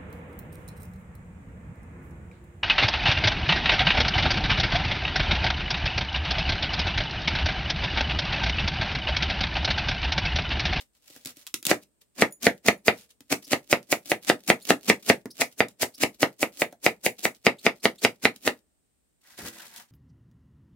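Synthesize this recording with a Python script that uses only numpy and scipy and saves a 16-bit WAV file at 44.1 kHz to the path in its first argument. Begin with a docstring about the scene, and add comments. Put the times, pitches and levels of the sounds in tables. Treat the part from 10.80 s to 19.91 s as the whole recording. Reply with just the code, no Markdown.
"""Shredding cabbage in a small kitchen

A stereo microphone stands close to a thick end-grain board, where a gloved cook cuts rolled leaves.
In each stroke the crunch swells until the edge knocks on the wood; shreds rustle as the knife lifts.
Ribs snap, and now and then the steel rings or squeaks. After a pause the blade slides along the board
and scoops up the heap. The hardest knocks overload the recorder."""
import sys
import numpy as np
from scipy import signal
from scipy.fft import rfft, irfft, next_fast_len
from scipy.io import wavfile
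from scipy.ndimage import uniform_filter1d

SR = 44100
rng = np.random.default_rng(int(sys.argv[2]) if len(sys.argv) > 2 else 0)


def store_wav(level_fs):
    """Save 16-bit WAV to argv[1]."""
    pcm = np.round(np.clip(np.atleast_2d(level_fs), -1, 1) * 32767)
    wavfile.write(sys.argv[1], SR, pcm.T.astype(np.int16))


N = 401751

# knife strokes: edge_on_wood_s, knock_db, crunch_db, crunch_tilt_db_per_octave, brush_db
STROKES = [(0.914, -3.5, -29, -0.9, -54), (1.422, -0.5, -33.5, -0.5, -56), (1.668, -0.4, -29, 0.5, -66),
           (1.8844, -0.8, -29.5, 0.6, -80), (2.0816, -0.6, -29, 4, -75), (2.5262, -14.5, -24.5, 0.5, -72.5),
           (2.7322, -6, -28.5, 0.5, -46.5), (2.928, -1.8, -28, 3, -66), (3.1266, -7, -29, 4.5, -68.5),
           (3.3173, -6, -30, 5.5, -48.5), (3.499, -1.5, -27.5, -0.5, -44.5), (3.7014, -0.3, -24.5, 2, -60),
           (3.9054, -1.5, -28, 0, -43), (4.0996, -0.8, -25.5, -0.5, -43), (4.2997, -0.1, -26.5, 0.5, -40.5),
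           (4.6177, -10, -30, -0.1, -51.5), (4.8048, -2.5, -34.5, 4.5, -83), (5.0306, -12, -26.5, 1.8, -77),
           (5.2353, -6, -29, 0.5, -49.5), (5.43, -2, -30, 3, -72), (5.6293, -7.5, -29, 4.5, -71),
           (5.8196, -6.5, -29.5, 6, -47.5), (6.0641, -2, -28.5, 3.5, -61.5),
           (6.2638, -7.5, -28.5, 4.5, -70), (6.4537, -7.5, -28.5, 4.1, -48), (6.6668, 0, -29.5, 0.5, -73),
           (6.8654, -3, -31.5, -0.4, -51.5), (7.0549, -3.5, -30, 2, -75), (7.2489, -3.5, -29, 0.7, -55.5),
           (7.4535, -3.5, -31.5, 0.9, -64), (7.6763, -6.5, -27, 1.5, -50)]
# modes in which the board rings on: pitch_hz, level_db, t60_s
BOARD_MODES = [(116, -45, .16), (140, -47, .14), (232, -33, .11), (262, -32, .11), (335, -36, .1),
               (420, -33, .1), (485, -27, .1), (585, -27, .1), (668, -30, .09), (790, -33, .08),
               (1890, -37, .08), (2212, -39, .08)]
# spectrum of leaves drumming through the board: frequency_hz, level_db
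THRUM_SPECTRUM = [(30, -21.5), (70, -11), (120, -1), (170, -6), (255, 7), (450, -3.5), (700, -3),
                  (1000, -14.5), (2000, -11.5), (5000, -44)]
# spectrum of crackling leaves and shreds: frequency_hz, level_db
LEAF_SPECTRUM = [(200, -22.5), (800, -13), (1500, -8.5), (2600, -1.5), (4200, 0), (6500, -1.5),
                 (10000, -3.5), (16000, -7)]


def amp(db):
    """Decibels to gain."""
    return 10 ** (np.asarray(db) / 20)


def read(points, hz):
    """Interpolates a table on a log-frequency axis."""
    table_hz, value = np.transpose(points)
    return np.interp(np.log(hz + 1), np.log(table_hz), value)


def add(mix, s, sound):
    """Mixes a sound in at time s."""
    part = mix[..., max(round(s * SR), 0):][..., :sound.shape[-1]]
    part += sound[..., :part.shape[-1]]


def colour(x, spectrum, size=2048):
    """Causal filter of unit energy with the given spectrum."""
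    log_gain = np.log(amp(read(spectrum, abs(np.fft.fftfreq(size, 1 / SR)))))
    taps = np.fft.ifft(np.exp(np.conj(signal.hilbert(log_gain)))).real[:size // 2]
    taps = taps / np.linalg.norm(taps)
    return signal.oaconvolve(np.atleast_2d(x), taps[None], axes=1)[:, :x.shape[-1]]


def tilted(x, slope_db, low_hz, high_hz, pivot_hz):
    """Brightens or dulls a sound by slope_db an octave between two frequencies."""
    size = next_fast_len(x.shape[-1] + 512)
    hz = np.clip(np.fft.rfftfreq(size, 1 / SR), low_hz, high_hz)
    return irfft(rfft(x, size) * amp(slope_db * np.log2(hz / pivot_hz)), size)[..., :x.shape[-1]]


def ring(modes, length_s):
    """Freely dying modes after a tap."""
    t = np.arange(int(length_s * SR)) / SR
    return sum(amp(db - 60 * t / t60) * np.sin(2 * np.pi * hz * t) for hz, db, t60 in modes)


def drift(s):
    """The stroke changes slowly as the knife works along the roll: its settings at time s."""
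    # time_s, knock_pitch_factor, knock_tilt_db_per_octave, time_in_leaves_s
    along_roll = [(0.9, 1.015, -0.1, 0.049), (1.6, 1, .4, 0.052), (2.3, 1.134, 2.05, 0.02),
                  (2.9, 1.103, 0.97, 0.034), (4.1, 0.99, 1.6, 0.028), (5.2, 1.16, 0.5, 0.034),
                  (6.1, 1.06, 1.07, 0.037), (6.7, 1.133, 1.5, 0.021), (7.1, 1.125, 2.5, .03),
                  (7.7, 1.08, 2.5, 0.033)]
    times, *columns = np.transpose(along_roll)
    return [np.interp(s, times, column) for column in columns]


def bursts(per_s, spread_db, same, clump_db=3, clump_s=0.0052, right_lag_s=.00007):
    """Bursting leaf cells: clumped clicks of uneven size that reach the left microphone first."""
    clumps = uniform_filter1d(rng.standard_normal(N), int(clump_s * SR))
    size_db = spread_db * np.minimum(rng.exponential(1, N), 4) + clump_db * clumps / clumps.std()
    clicks = amp(size_db) * (rng.random(N) < per_s / SR)
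    common, own = rng.choice([-1., 1.], N), rng.standard_normal((2, N))
    left, right = clicks * (np.sqrt(same) * common + np.sqrt(1 - same) * own)
    return np.array([left, np.roll(right, round(right_lag_s * SR))]) / left.std()


def handling(push, rub, leaf_db, board_db, scrape_db, board_tilt_db):
    """A push makes leaves crackle and scrape over the wood; soft rubbing wakes the low board modes."""
    # leaves scraping on wood: frequency_hz, level_db
    scrape_spectrum = [(300, -24), (750, -3), (950, -3), (1200, -7), (1550, -1.5), (1950, -0.5),
                       (2600, -8.5), (5000, -24)]
    leaves = colour(push * bursts(per_s=6400, spread_db=2, same=0.25), LEAF_SPECTRUM)
    scrape = colour(push * bursts(per_s=3000, spread_db=2, same=.6, clump_s=.015), scrape_spectrum)
    board = ring(BOARD_MODES, length_s=0.27)
    wood = signal.oaconvolve(rub * rng.standard_normal(N), board / np.linalg.norm(board))[:N]
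    wood = tilted(wood, board_tilt_db, 320, 2500, 340)
    return amp(leaf_db) * leaves + amp(scrape_db) * scrape + amp(board_db) * wood


def gripping():
    """The gloved hand shifts its grip on the roll; each effort swells and fades."""
    # shifts of the hand: middle_s, effort_db, length_s
    grips = [(0.011, -52.5, 0.049), (0.163, -67.5, 0.073), (0.34, -59, 0.34), (0.493, -50, 0.082),
             (0.607, -60, 0.17), (1.219, -61, 0.029), (2.188, -54.5, 0.19), (2.305, -61, 0.056)]
    effort = np.zeros(N)
    for middle_s, db, length_s in grips:
        start_s = middle_s - length_s / 2
        swell = np.hanning(int(length_s * SR))
        add(effort, start_s, amp(db) * swell[max(int(-start_s * SR), 0):])
    return handling(effort, effort, leaf_db=4, board_db=-13, scrape_db=-15.5, board_tilt_db=-1)


def snaps(snap_db=-9, board_db=6, decay_s=0.0025, delay_s=0.00075):
    """A leaf rib gives way or ticks against the board in a short crack."""
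    # single ribs: start_s, level_db, share_into_board_db
    ribs = [(0.301, -37, -8.5), (0.362, -31.5, -5.5), (0.4488, -24, -23), (0.4571, -16.5, -15.5),
            (0.4709, -20.5, -13.5), (0.5691, -33, -15.5), (0.6662, -21.5, -61), (0.673, -23, -54),
            (0.7409, -7.5, -23.5), (0.827, -24, -23.5), (0.8518, -9, -30.5), (0.866, -4.5, -17),
            (0.8996, -11, -9.5), (1.034, -40, -33), (1.63, -14, -14.5), (2.4055, -33, -5.5),
            (4.456, -30.5, 6.5), (4.884, -28, -14.5), (5.925, -36.5, 5.5), (8.5882, -27, -3),
            (8.961, -26, -27.5)]
    t = np.arange(900) / SR
    leaves, wood = np.zeros((2, N)), np.zeros(N)
    for (s, db, into_db), (left, right, both) in zip(ribs, rng.standard_normal((len(ribs), 3, len(t)))):
        fall = amp(db + snap_db) * np.exp(-t / decay_s)
        add(leaves, s + delay_s, fall * (np.array([left, right]) + both) / np.sqrt(2))
        add(wood, s + delay_s, fall * both * amp(into_db + board_db))
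    return colour(leaves, LEAF_SPECTRUM) + colour(wood, THRUM_SPECTRUM)


def crunch(leaf_db=5.5, board_db=0.5, rise_db=25, release_s=0.0043, fibre_db=-14, fibre_reach=0.78):
    """The blade breaks ever more layers; tough fibres crack singly; the tearing drums the board."""
    # leaves breaking under the edge: frequency_hz, level_db
    crunch_spectrum = [(100, -26), (600, -12.5), (1300, -10.5), (2400, -0.5), (3300, -5.5), (4800, -2.5),
                       (7000, -3.5), (11000, -9), (16000, -14.5)]
    cells = bursts(per_s=7000, spread_db=2.5, same=0.3)
    tugs = bursts(per_s=2400, spread_db=2, same=1.0)[0]
    fibres = bursts(per_s=180, spread_db=7.5, same=0.47)
    leaves, wood = np.zeros((2, N)), np.zeros(N)
    for s, _, db, tilt_db, _ in STROKES:
        *_, cut_s = drift(s)
        at = np.arange(int((s - 2 * cut_s) * SR), int((s + cut_s) * SR))
        t = at / SR - s
        rise = amp(db - rise_db * (np.minimum(t, 0) / cut_s) ** 2)
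        force = rise * np.exp(-np.maximum(t, 0) / release_s)
        strain = amp(db + fibre_db - rise_db * (t / cut_s / fibre_reach) ** 2)
        tearing = force * cells[:, at] + strain * fibres[:, at]
        add(leaves, at[0] / SR, tilted(tearing, tilt_db, 1700, 12000, 8300))
        add(wood, at[0] / SR, force * tugs[at] * amp(-1.5 * tilt_db))  # dull, thick leaves push harder
    return amp(leaf_db) * colour(leaves, crunch_spectrum) + amp(board_db) * colour(wood, THRUM_SPECTRUM)


def rustles(leaf_db=1, board_db=-10, brush_s=0.077, attack_s=.024, lift_s=.105, drop_s=0.046):
    """The blade brushes the roll's cut face on its way down; wet shreds drop off it on its way up."""
    touch = np.zeros(N)
    brush = np.minimum(np.arange(int(brush_s * SR)) / SR / attack_s, 1)
    drop = np.hanning(int(drop_s * SR))
    drops_db = rng.normal(-60.5, 3, len(STROKES))
    for (s, *_, brush_db), drop_db in zip(STROKES, drops_db):
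        add(touch, s - brush_s, amp(brush_db) * brush)
        add(touch, s + lift_s - drop_s / 2, amp(drop_db) * drop)
    cells = touch * bursts(per_s=1500, spread_db=4, same=.5, clump_db=5, clump_s=.008)
    return amp(leaf_db) * colour(cells, LEAF_SPECTRUM) + amp(board_db) * colour(cells[0], THRUM_SPECTRUM)


def knocks(push_db=-1.5, push_hz=550, push_s=0.00075, ring_db=-1, scatter=0.051, spot_db=2):
    """The edge meets the wood: the board dips and springs back, with a clack and a short ring."""
    # heavily damped modes of knife and board: pitch_hz, level_db, t60_s
    clack_modes = [(1317, -15.5, 0.0055), (1870, -2.5, 0.0042), (2225, -8.5, .0038), (3390, -16, 0.0067),
                   (4150, -20.5, 0.0081), (9000, -20.5, 0.00098)]
    right_lag_s, right_tilt_db = .00004, 0.07
    out, lead, size = np.zeros((2, N)), 128, SR // 5
    t = (np.arange(size) - lead) / SR - np.array([[0], [right_lag_s]])
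    age = np.maximum(t, 0)
    flex = (np.pi * push_hz * (t - push_s)) ** 2
    push = amp(push_db) * (1 - 2 * flex) * np.exp(-flex)  # the air follows the board's acceleration
    detunes = 1 + scatter * rng.standard_normal((len(STROKES), len(clack_modes)))
    spots = rng.standard_normal((len(STROKES), len(BOARD_MODES), 2))
    for (s, db, *_), stroke_detunes, spot in zip(STROKES, detunes, spots):
        pitch_factor, tilt_db, _ = drift(s)
        # each spot on the board, pressed by hand and leaves, favours other modes
        modes = [(hz * (1 + scatter * shift), mode_db + spot_db * favour, t60)
                 for (hz, mode_db, t60), (shift, favour) in zip(BOARD_MODES, spot)]
        ringing = np.pad(ring(modes, length_s=.25), (lead, 0))[:size]
        knock = push + amp(ring_db) * ringing
        for (hz, mode_db, t60), detune in zip(clack_modes, stroke_detunes):
            u = np.pi ** 2 * age / t60
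            envelope = amp(mode_db) * u * np.exp(1 - u)  # 60 dB down at t60
            knock -= envelope * np.cos(2 * np.pi * hz * pitch_factor * detune * age)
        add(out, s - lead / SR, amp(db) * tilted(knock, tilt_db, 700, 5000, 700))
    out[1] = tilted(out[1], right_tilt_db, 300, 1300, 360)
    return out


def tings():
    """The free blade rings thinly when something grazes it."""
    # light touches on the blade: start_s, level_db
    touches = [(1.509, -49.5), (1.5244, -35), (1.751, -62), (1.977, -56.5), (3.825, -43.5)]
    # modes of the steel: pitch_hz, level_db, t60_s
    blade_modes = [(6960, -8.5, 0.1), (9900, -1.5, 0.061), (13600, -5.5, .045)]
    out, steel = np.zeros(N), ring(blade_modes, length_s=.2)
    for s, db in touches:
        add(out, s, amp(db) * steel)
    return out


def squeaks(level_db=-2, overtone_db=-5, length_s=0.022, pitch_rise=0.32, jitter_s=.0004):
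    """Steel sticks and slips on wet leaf or wood, faster as the blade gathers speed."""
    # slides of the flat of the blade: start_s, level_db, first_pitch_hz
    slides = [(2.639, -43, 4350), (3.812, -48, 3410), (4.502, -42, 4240), (5.14, -43, 4220),
              (6.782, -46, 3300), (6.995, -57.5, 3860), (7.179, -46.5, 3300), (8.792, -44.5, 1343),
              (8.981, -52.5, 760)]
    out, progress = np.zeros(N), np.linspace(0, 1, int(length_s * SR))
    glide = 1 + pitch_rise * np.sin(np.pi * progress / 2)
    for (s, db, first_hz), noise in zip(slides, rng.standard_normal((len(slides), SR // 10))):
        wobble = uniform_filter1d(noise, int(jitter_s * SR))[:len(progress)]
        hz = first_hz * glide * (1 + .1 * wobble / wobble.std())
        phase = 2 * np.pi * np.cumsum(hz) / SR
        slips = sum(amp(overtone_db * k) * np.sin((k + 1) * phase) for k in range(3))
        add(out, s, amp(db + level_db) * np.sin(np.pi * progress) * slips)
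    return out


def scooping():
    """The blade slides under the heap, pushing the shreds and rubbing along the board."""
    # course of the scoop: time_s, push_db, rub_db
    scoop = [(8.41, -81.5, -94.5), (8.445, -67, -83), (8.505, -60, -76), (8.565, -66, -73),
             (8.588, -45.5, -53), (8.628, -51.5, -42.5), (8.672, -40, -45.5), (8.705, -54.5, -56),
             (8.8, -53.5, -62.5), (8.92, -58, -67), (9.005, -51, -64), (9.06, -77, -92), (9.11, -76, -92)]
    times, *curves_db = np.transpose(scoop)
    t = np.arange(N) / SR
    push, rub = (amp(np.interp(t, times, db, left=-140, right=-140)) for db in curves_db)
    return handling(push, rub, leaf_db=4.5, board_db=2, scrape_db=-2.5, board_tilt_db=-11.5)


def kitchen(x, first_s=.003, late_db=-42, late_t60_s=0.82, late_hz=700, turn_s=1.333, count=3):
    """Dense reflections off worktop and walls shift as the cook moves, over a faint, longer low tail."""
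    # decay of the room: frequency_hz, t60_s
    decay = [(100, 0.15), (260, 0.1527), (700, 0.13), (2000, 0.1174), (5000, 0.1217), (13000, 0.17)]
    # strength of the reflections: frequency_hz, level_db
    reflected = [(60, -16), (130, 4.5), (250, -4.5), (600, -6.5), (1100, -1.5), (2200, -5), (4500, -7.5),
                 (13000, -7.5)]
    # likeness of the reflections left and right: frequency_hz, correlation
    likeness = [(200, .95), (550, .6), (1200, .35), (2200, .15), (5000, 0)]
    wet = np.zeros((2, N))
    for k in range(count):
        hz, t, bands = signal.stft(rng.standard_normal((2, SR // 2)), SR, nperseg=256)
        hz = hz[:, None]
        same, t60 = read(likeness, hz), read(decay, hz)
        bands[1] = same * bands[0] + np.sqrt(1 - same ** 2) * bands[1]
        late = amp(late_db - 60 * t / late_t60_s) / (1 + (hz / late_hz) ** 2)
        unit_energy = np.sqrt(2 * np.log(1000) / (t60 * SR))
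        bands *= amp(read(reflected, hz)) * unit_energy * (amp(-60 * t / t60) + late)
        tail = np.pad(signal.istft(bands, SR, nperseg=256)[1], ((0, 0), (int(first_s * SR), 0)))
        crossfade = np.sqrt(2 / count) * np.cos(np.pi * (np.arange(N) / SR / turn_s + k / count))
        wet += signal.oaconvolve(x * crossfade, tail, axes=1)[:, :N]
    return wet


def hiss(level_db=-69.5):
    """A faint steady hiss with a low rumble under it."""
    # noise floor: frequency_hz, level_db
    floor_spectrum = [(18, -32), (30, -1.5), (43, -5), (56, -4), (70, -3), (81, -19), (239, -20.5),
                      (280, -21), (461, -25.5), (988, -35), (6380, -39.5), (8520, -27), (10500, -43.5),
                      (14800, -39), (16000, -44.5)]
    return amp(level_db) * colour(rng.standard_normal((2, N)), floor_spectrum)


def scene(lowest_hz=95):
    """The work at the board, close to the microphone, with the kitchen around it."""
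    near = knocks() + crunch() + snaps() + rustles() + squeaks() + tings() + gripping()
    # a small board radiates little deep bass
    near = signal.sosfilt(signal.butter(3, lowest_hz, "high", fs=SR, output="sos"), near)
    near += scooping()
    return near + kitchen(near) + hiss()


def record(dry, low_cut_hz=90, band_limit_hz=16000):
    """The recorder rounds off the loudest peaks at full scale, then cuts deep bass and top treble."""
    rounded = dry / (1 + dry ** 8) ** (1 / 8)
    low_cut = signal.sosfilt(signal.butter(2, low_cut_hz, "high", fs=SR, output="sos"), rounded)
    band_limit = signal.firwin(401, band_limit_hz, window=("kaiser", 8), fs=SR)
    return signal.oaconvolve(low_cut, band_limit[None], "same")


dry = scene()
out = record(dry)
store_wav(out)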